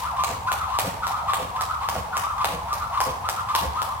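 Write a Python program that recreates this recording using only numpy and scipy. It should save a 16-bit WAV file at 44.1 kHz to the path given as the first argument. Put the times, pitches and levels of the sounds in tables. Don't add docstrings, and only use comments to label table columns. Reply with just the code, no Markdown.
import sys
import numpy as np
from scipy import signal
from scipy.fft import rfft, irfft
from scipy.io import wavfile

SR = 44100
rng = np.random.default_rng(int(sys.argv[2]) if len(sys.argv) > 2 else 0)


def persist_wave(psi):
    counts = np.round(np.clip(psi, -1, 1) * 32767).astype(np.int16)
    wavfile.write(sys.argv[1], SR, np.atleast_2d(counts).T)


N = 176400

# peak time in seconds, nominal pitch in Hz, relative level in dB,
# half-length in seconds, glide in octaves per second.
CORD_SWELLS = [(.042, 1060, -1.5, 0.0071, 5.5), (.075, 1270, -8, 0.0095, 2), (0.13, 900, -12, 0.0065, 0),
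               (.17, 1090, 0, .0025, 2), (0.201, 1110, 1.5, 0.0094, 1.5), (0.477, 1058, 1.5, 0.0044, 8.5),
               (0.488, 1402, -1, 0.0027, 10), (0.513, 1080, -7.5, 0.0077, -6.5),
               (0.629, 1255, -5, .015, -1.5), (0.694, 949, -4.5, 0.01, 3.5), (0.746, 1106, -1, .014, 1),
               (1.036, 1417, -3, 0.0052, -2.5), (1.047, 1120, -3.5, 0.0079, -5.5),
               (1.11, 880, -6, 0.0073, 3), (1.17, 1268, -6, 0.021, 1.5), (1.228, 802, -20, 0.0065, -3.5),
               (1.297, 1150, 4, 0.0098, 0), (1.565, 1020, 1.5, 0.0048, -3), (1.6, 1239, -6.5, 0.0063, 2.5),
               (1.712, 1350, -5, .011, 2), (1.831, 1078, -1, 0.013, 3.5), (2.136, 1414, -6, 0.0054, -2),
               (2.162, 1129, 0.5, 0.0066, -2), (2.242, 1087, -1.5, 0.0051, 12),
               (2.288, 1309, -10, 0.016, 2.5), (2.383, 1148, 1.5, 0.002, -0.5),
               (2.414, 1119, 2.5, 0.0079, 0.5), (2.688, 1008, -6.5, 0.004, 5), (2.715, 1206, -6, 0.013, -4),
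               (2.826, 1296, -3.5, 0.0081, -3.5), (2.945, 1128, -0.5, 0.011, 6.5),
               (2.9785, 1131, 5.5, 0.0025, 0.5), (3.014, 980, 4.5, 0.003, -6.5),
               (3.254, 1189, -5, .009, 11.5), (3.388, 1303, -6.5, 0.014, 1), (3.491, 1126, 2, 0.0027, 1),
               (3.512, 1134, 0, 0.0093, -2), (3.552, 1000, 6, 0.0042, -5.5), (3.76, 1055, -4, .005, 4.5),
               (3.788, 1265, -3.5, 0.011, 2.5), (3.889, 1102, -9, 0.0056, 0)]
# time in seconds, pitch in Hz.
WHISTLE_PITCH = [(0, 950), (.08, 1380), (.135, 870), (.22, 1200), (.35, 1050), (.41, 800), (.465, 1020),
                 (.49, 1480), (.56, 930), (.615, 1380), (.69, 900), (.76, 1200), (.95, 840), (1.01, 950),
                 (1.035, 1450), (1.10, 880), (1.16, 1350), (1.24, 790), (1.30, 1200), (1.48, 1090),
                 (1.53, 900), (1.565, 1020), (1.595, 1350), (1.67, 880), (1.715, 1380), (1.81, 980),
                 (1.87, 1200), (2.02, 1080), (2.07, 800), (2.12, 950), (2.15, 1400), (2.22, 950),
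                 (2.29, 1380), (2.36, 980), (2.41, 1150), (2.58, 1080), (2.63, 860), (2.67, 900),
                 (2.70, 1380), (2.77, 950), (2.84, 1380), (2.91, 820), (2.96, 1200), (3.13, 1040),
                 (3.18, 780), (3.24, 950), (3.27, 1400), (3.33, 900), (3.385, 1350), (3.45, 930),
                 (3.51, 1180), (3.65, 1080), (3.70, 860), (3.75, 1000), (3.80, 1350), (3.85, 800),
                 (3.92, 1200), (4, 950)]
# frequency in Hz, relative level in dB.
WAKE_SPECTRUM = [(300, -12.5), (700, -18), (1500, 3), (2200, 1), (3600, -0.5), (5000, -7), (9000, -11.5),
                 (16000, -19)]
# start in seconds, relative tick level in dB, relative slap level in dB.
ROPE_STRIKES = [(.2376, -1, -4.5), (.5184, -4.5, -5), (.7883, 0.3, -0.5), (1.069, -8.5, -16),
                (1.3351, -2.5, -4.5), (1.6104, -5.5, -8.5), (1.8883, -4.7, -4.5), (2.1692, -3.5, -7),
                (2.4455, -2.4, 0.5), (2.7304, -8.5, -8), (3.0043, -3, -2), (3.2891, -3.5, -4),
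                (3.5515, 0.5, -3.5), (3.8188, -7.5, -6.5)]
# frequency in Hz, relative level in dB.
TICK_SPECTRUM = [(400, -8), (1000, 9), (2000, 5), (3200, 5.5), (5000, 2.5), (7500, 1.5), (11500, 1.75),
                 (16000, -3)]
# frequency in Hz, relative level in dB, decay in seconds.
MAT_MODES = [(574, -10, 0.0023), (840, 23, 0.0016), (1150, 24, 0.00057), (1710, 2.5, 0.0014),
             (3000, -16, 0.00088)]
# start in seconds, then relative scuff, thud and clap levels in dB.
SHOE_LANDINGS = [(.287, -1, -16, -6), (0.836, 2.5, -1, -3), (1.384, -1.5, -1, -4), (1.941, -1, -1, 2.5),
                 (2.494, -0.5, -2, -10.5), (3.056, 0.5, -18, -6.5), (3.608, -1, -19, 4)]
# frequency in Hz, relative level in dB.
SCUFF_SPECTRUM = [(60, -3), (120, 3.5), (180, 4), (235, -5.5), (290, -1), (370, -9.5), (500, 3), (750, -4),
                  (1300, -12), (2500, -12.5), (5000, -18), (14000, -25)]
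# frequency in Hz, relative level in dB.
CLAP_SPECTRUM = [(100, -6), (250, -21), (390, -15), (520, 3), (750, 5), (1200, -8), (3000, -34),
                 (14000, -31.5)]
# delay in seconds, relative level in dB, left-side lag in seconds.
REFLECTIONS = [(.0024, -16.5, 0.00013), (.0076, -3.5, .00014), (0.0118, -6, .00009)]
# frequency in Hz, time to fall 60 dB in seconds.
PATIO_T60 = [(60, 0.27), (250, 0.53), (1000, 0.84), (2500, 0.57), (6000, 0.53), (15000, 0.37)]
# frequency in Hz, relative level in dB.
RUMBLE_SPECTRUM = [(20, -44), (35, -12), (50, -8), (68, -5), (95, -1.5), (130, -11), (200, -15), (350, -32),
                   (800, -8), (2000, -24), (5000, -32), (16000, -37.5)]
# frequency in Hz, level in dB.
HUM_TONES = [(69.5, -47.5), (89, -75), (161, -60.5)]


def whoosh(t):
    glide_limit_oct, drive_span_s, idle_drive = 0.3, 0.042, 0.55
    swells, effort, drive = np.zeros((3, N))
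    for at_s, hz, db, half_s, glide_oct_per_s in CORD_SWELLS:
        age_s = t - at_s
        near = np.abs(age_s) < 0.25
        envelope = undb(db) * np.exp(-(age_s / (2 * half_s)) ** 2)
        bend_oct = glide_limit_oct * np.tanh(glide_oct_per_s * age_s[near] / glide_limit_oct)
        swells[near] += envelope[near] * air_tone(0.98 * hz * 2 ** bend_oct, width_hz=0.168 * hz)
        effort += envelope
        skewed_s = np.where(age_s < 0, 2 * age_s, age_s)
        drive = np.maximum(drive, np.exp(-(skewed_s / (2 * drive_span_s)) ** 2))
    pitch_hz = np.interp(t, *np.array(WHISTLE_PITCH).T)
    width_hz, slow_width_hz = 0.076 * pitch_hz.mean(), 0.091 * pitch_hz.mean()
    fast = air_tone(pitch_hz, width_hz) * np.maximum(drive, idle_drive)
    slow = undb(-4) * air_tone(0.8 * pitch_hz, slow_width_hz) * drive
    overtone = undb(-26.5) * air_tone(3 * pitch_hz, 3 * width_hz) * drive
    hiss = effort * colour(rng.standard_normal(N), WAKE_SPECTRUM)
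    return undb(-22) * swells + undb(-32) * (fast + slow + overtone) + undb(-36.5) * hiss


def air_tone(hz, width_hz):
    lowpass = signal.butter(3, width_hz / 2, fs=SR, output="sos")
    noise = rng.standard_normal(len(hz) + SR) + 1j * rng.standard_normal(len(hz) + SR)
    wander = signal.sosfilt(lowpass, noise)[SR:]
    wander /= np.sqrt(np.abs(wander) + 1e-9)
    return unit(np.real(wander * np.exp(2j * np.pi * np.cumsum(hz) / SR)))


def rope_strikes(t):
    skid_decay_s, slap_highpass_hz, crack_samples = 0.003, 630, 256
    strikes, age_s = np.zeros((2, N + SR)), t[:SR]
    ring = -sum(undb(db) * np.sin(2 * np.pi * hz * age_s) * np.exp(-age_s / decay_s)
                for hz, db, decay_s in MAT_MODES)
    ring = signal.sosfilt(signal.butter(2, slap_highpass_hz, "high", fs=SR, output="sos"), ring)
    ring /= np.linalg.norm(ring)
    skid = np.exp(-age_s / skid_decay_s)
    skid *= undb(-11) / np.linalg.norm(skid)
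    for at_s, tick_db, slap_db in ROPE_STRIKES:
        contact = np.pad(crack(crack_samples), (0, SR - crack_samples)) + skid * rng.standard_normal(SR)
        tick = colour(np.roll(contact, crack_samples), TICK_SPECTRUM)
        start = int(at_s * SR)
        lead_in = start - crack_samples
        strikes[:, lead_in:lead_in + SR] += undb(tick_db + 8.5) * patio(tick, early_db=-2.5, tail_db=0.5)
        strikes[:, start:start + SR] += undb(slap_db + 7) * patio(ring, early_db=-6.5, tail_db=-0.1)
    return strikes[:, :N]


def crack(size, decay_s=0.0004):
    burst = np.exp(-np.arange(size) / SR / decay_s) * rng.standard_normal(size)
    spectrum = rfft(burst, 2 * size)
    return irfft(spectrum / np.abs(spectrum))[:size]


def soles(t):
    rise_s, fall_s, second_foot_s = 0.0011, 0.02, 0.0295
    clap_lag_s, clap_fall_s = 0.014, 0.005
    press, clap = np.zeros((2, N))
    for at_s, scuff_db, _, clap_db in SHOE_LANDINGS:
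        for lag_s in (0, second_foot_s):
            age_s = np.maximum(t - at_s - lag_s, 0)
            press += undb(scuff_db) * (1 - np.exp(-age_s / rise_s)) * np.exp(-age_s / fall_s)
        age_s = t - at_s - clap_lag_s
        clap += undb(clap_db) * (age_s > 0) * np.exp(-np.abs(age_s) / clap_fall_s)
    scuffs = undb(-27.5) * press * colour(rng.standard_normal(N), SCUFF_SPECTRUM)
    claps = undb(-17) * clap * colour(rng.standard_normal(N), CLAP_SPECTRUM)
    return scuffs + claps


def thuds(t, hz=70, lag_s=0.0296, rise_s=0.019):
    heels_s, heels_db = 3.655, -25.5
    loads = [(at_s + lag_s, thud_db - 34.5) for at_s, _, thud_db, _ in SHOE_LANDINGS]
    weight = np.zeros(N)
    for at_s, db in loads + [(heels_s, heels_db)]:
        age_s = np.maximum(t - at_s, 0)
        envelope = age_s / rise_s * np.exp(1 - age_s / rise_s)
        weight += undb(db) * envelope * np.sin(2 * np.pi * hz * age_s)
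    return weight


def patio(x, early_db, tail_db):
    left_lag_s, shade_hz = 0.00011, 6940
    direct = np.zeros((2, SR))
    direct[0, int(left_lag_s * SR)] = direct[1, 0] = 1
    response = signal.sosfilt(signal.butter(1, shade_hz, fs=SR, output="sos"), direct)
    response += undb(tail_db) * patio_tail()
    for delay_s, db, lag_s in REFLECTIONS:
        response[0, int((delay_s + lag_s) * SR)] += undb(db + early_db)
        response[1, int(delay_s * SR)] += undb(db + early_db)
    energy = 1 + undb(tail_db) ** 2 + sum(undb(db + early_db) ** 2 for _, db, _ in REFLECTIONS)
    return signal.fftconvolve(x[None], response / np.sqrt(energy), axes=1)[:, :len(x)]


def patio_tail(build_s=0.0043, clump_s=0.0036, clump_db=3):
    t, hz = np.arange(SR) / SR, np.fft.rfftfreq(SR, 1 / SR)
    clumps = undb(clump_db * np.interp(t / clump_s, np.arange(SR), rng.standard_normal(SR)))
    spectrum = rfft(diffuse(SR) * clumps)
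    tail = np.zeros((2, SR))
    for centre_hz, t60_s in PATIO_T60:
        band = along([(point_hz, point_hz == centre_hz) for point_hz, _ in PATIO_T60], hz)
        tail += irfft(spectrum * band, SR) * undb(-60 * t / t60_s)
    return unit(tail * (1 - np.exp(-t / build_s))) / np.sqrt(SR)


def lingering_tick(ago_s=0.024):
    tail = patio_tail()[:, int(ago_s * SR):]
    return undb(-1) * colour(np.pad(tail, ((0, 0), (0, N - tail.shape[1]))), TICK_SPECTRUM)


def rumble():
    hum = sum(undb(db) * air_tone(np.full(N, hz), width_hz=2.4) for hz, db in HUM_TONES)
    return undb(-38) * colour(diffuse(N), RUMBLE_SPECTRUM) + hum


def diffuse(size, spacing_m=0.19, sound_m_per_s=343):
    coherence = np.sinc(2 * np.fft.rfftfreq(size, 1 / SR) * spacing_m / sound_m_per_s)
    weights = np.sqrt([(1 + coherence) / 2, (1 - coherence) / 2])
    mid, side = rfft(rng.standard_normal((2, size))) * weights
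    return irfft(np.array([mid + side, mid - side]), size)


def colour(x, points):
    size = x.shape[-1]
    gain = unit(undb(along(points, np.fft.rfftfreq(size, 1 / SR))))
    return irfft(rfft(x) * gain, size)


def along(points, hz):
    point_hz, values = np.array(points).T
    return np.interp(np.log(hz + 1), np.log(point_hz), values)


def undb(db):
    return 10 ** (np.asarray(db) / 20)


def unit(x):
    return x / np.sqrt(np.mean(x ** 2))


def scene():
    t = np.arange(N) / SR
    footfalls = soles(t)
    rope = patio(whoosh(t), early_db=-7, tail_db=-2.3) * undb([[1], [-1]])
    strikes = rope_strikes(t)
    shoes = patio(footfalls, early_db=3, tail_db=-0.5) + thuds(t)
    return rope + strikes + shoes + lingering_tick() + rumble()


def record(dry):
    lead_rad, lead_corner_hz, highpass_hz, lowpass_hz = 0.43, 300, 36, 16000
    hz = np.fft.rfftfreq(N, 1 / SR)
    phase_rad = lead_rad * np.exp(-(hz / lead_corner_hz) ** 2)
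    wet = irfft(rfft(dry) * np.exp(0.5j * np.array([phase_rad, -phase_rad])), N)
    wet = signal.sosfilt(signal.butter(3, highpass_hz, "high", fs=SR, output="sos"), wet)
    return signal.sosfilt(signal.ellip(8, 0.2, 70, lowpass_hz, fs=SR, output="sos"), wet)


dry = scene()
out = record(dry)
persist_wave(out)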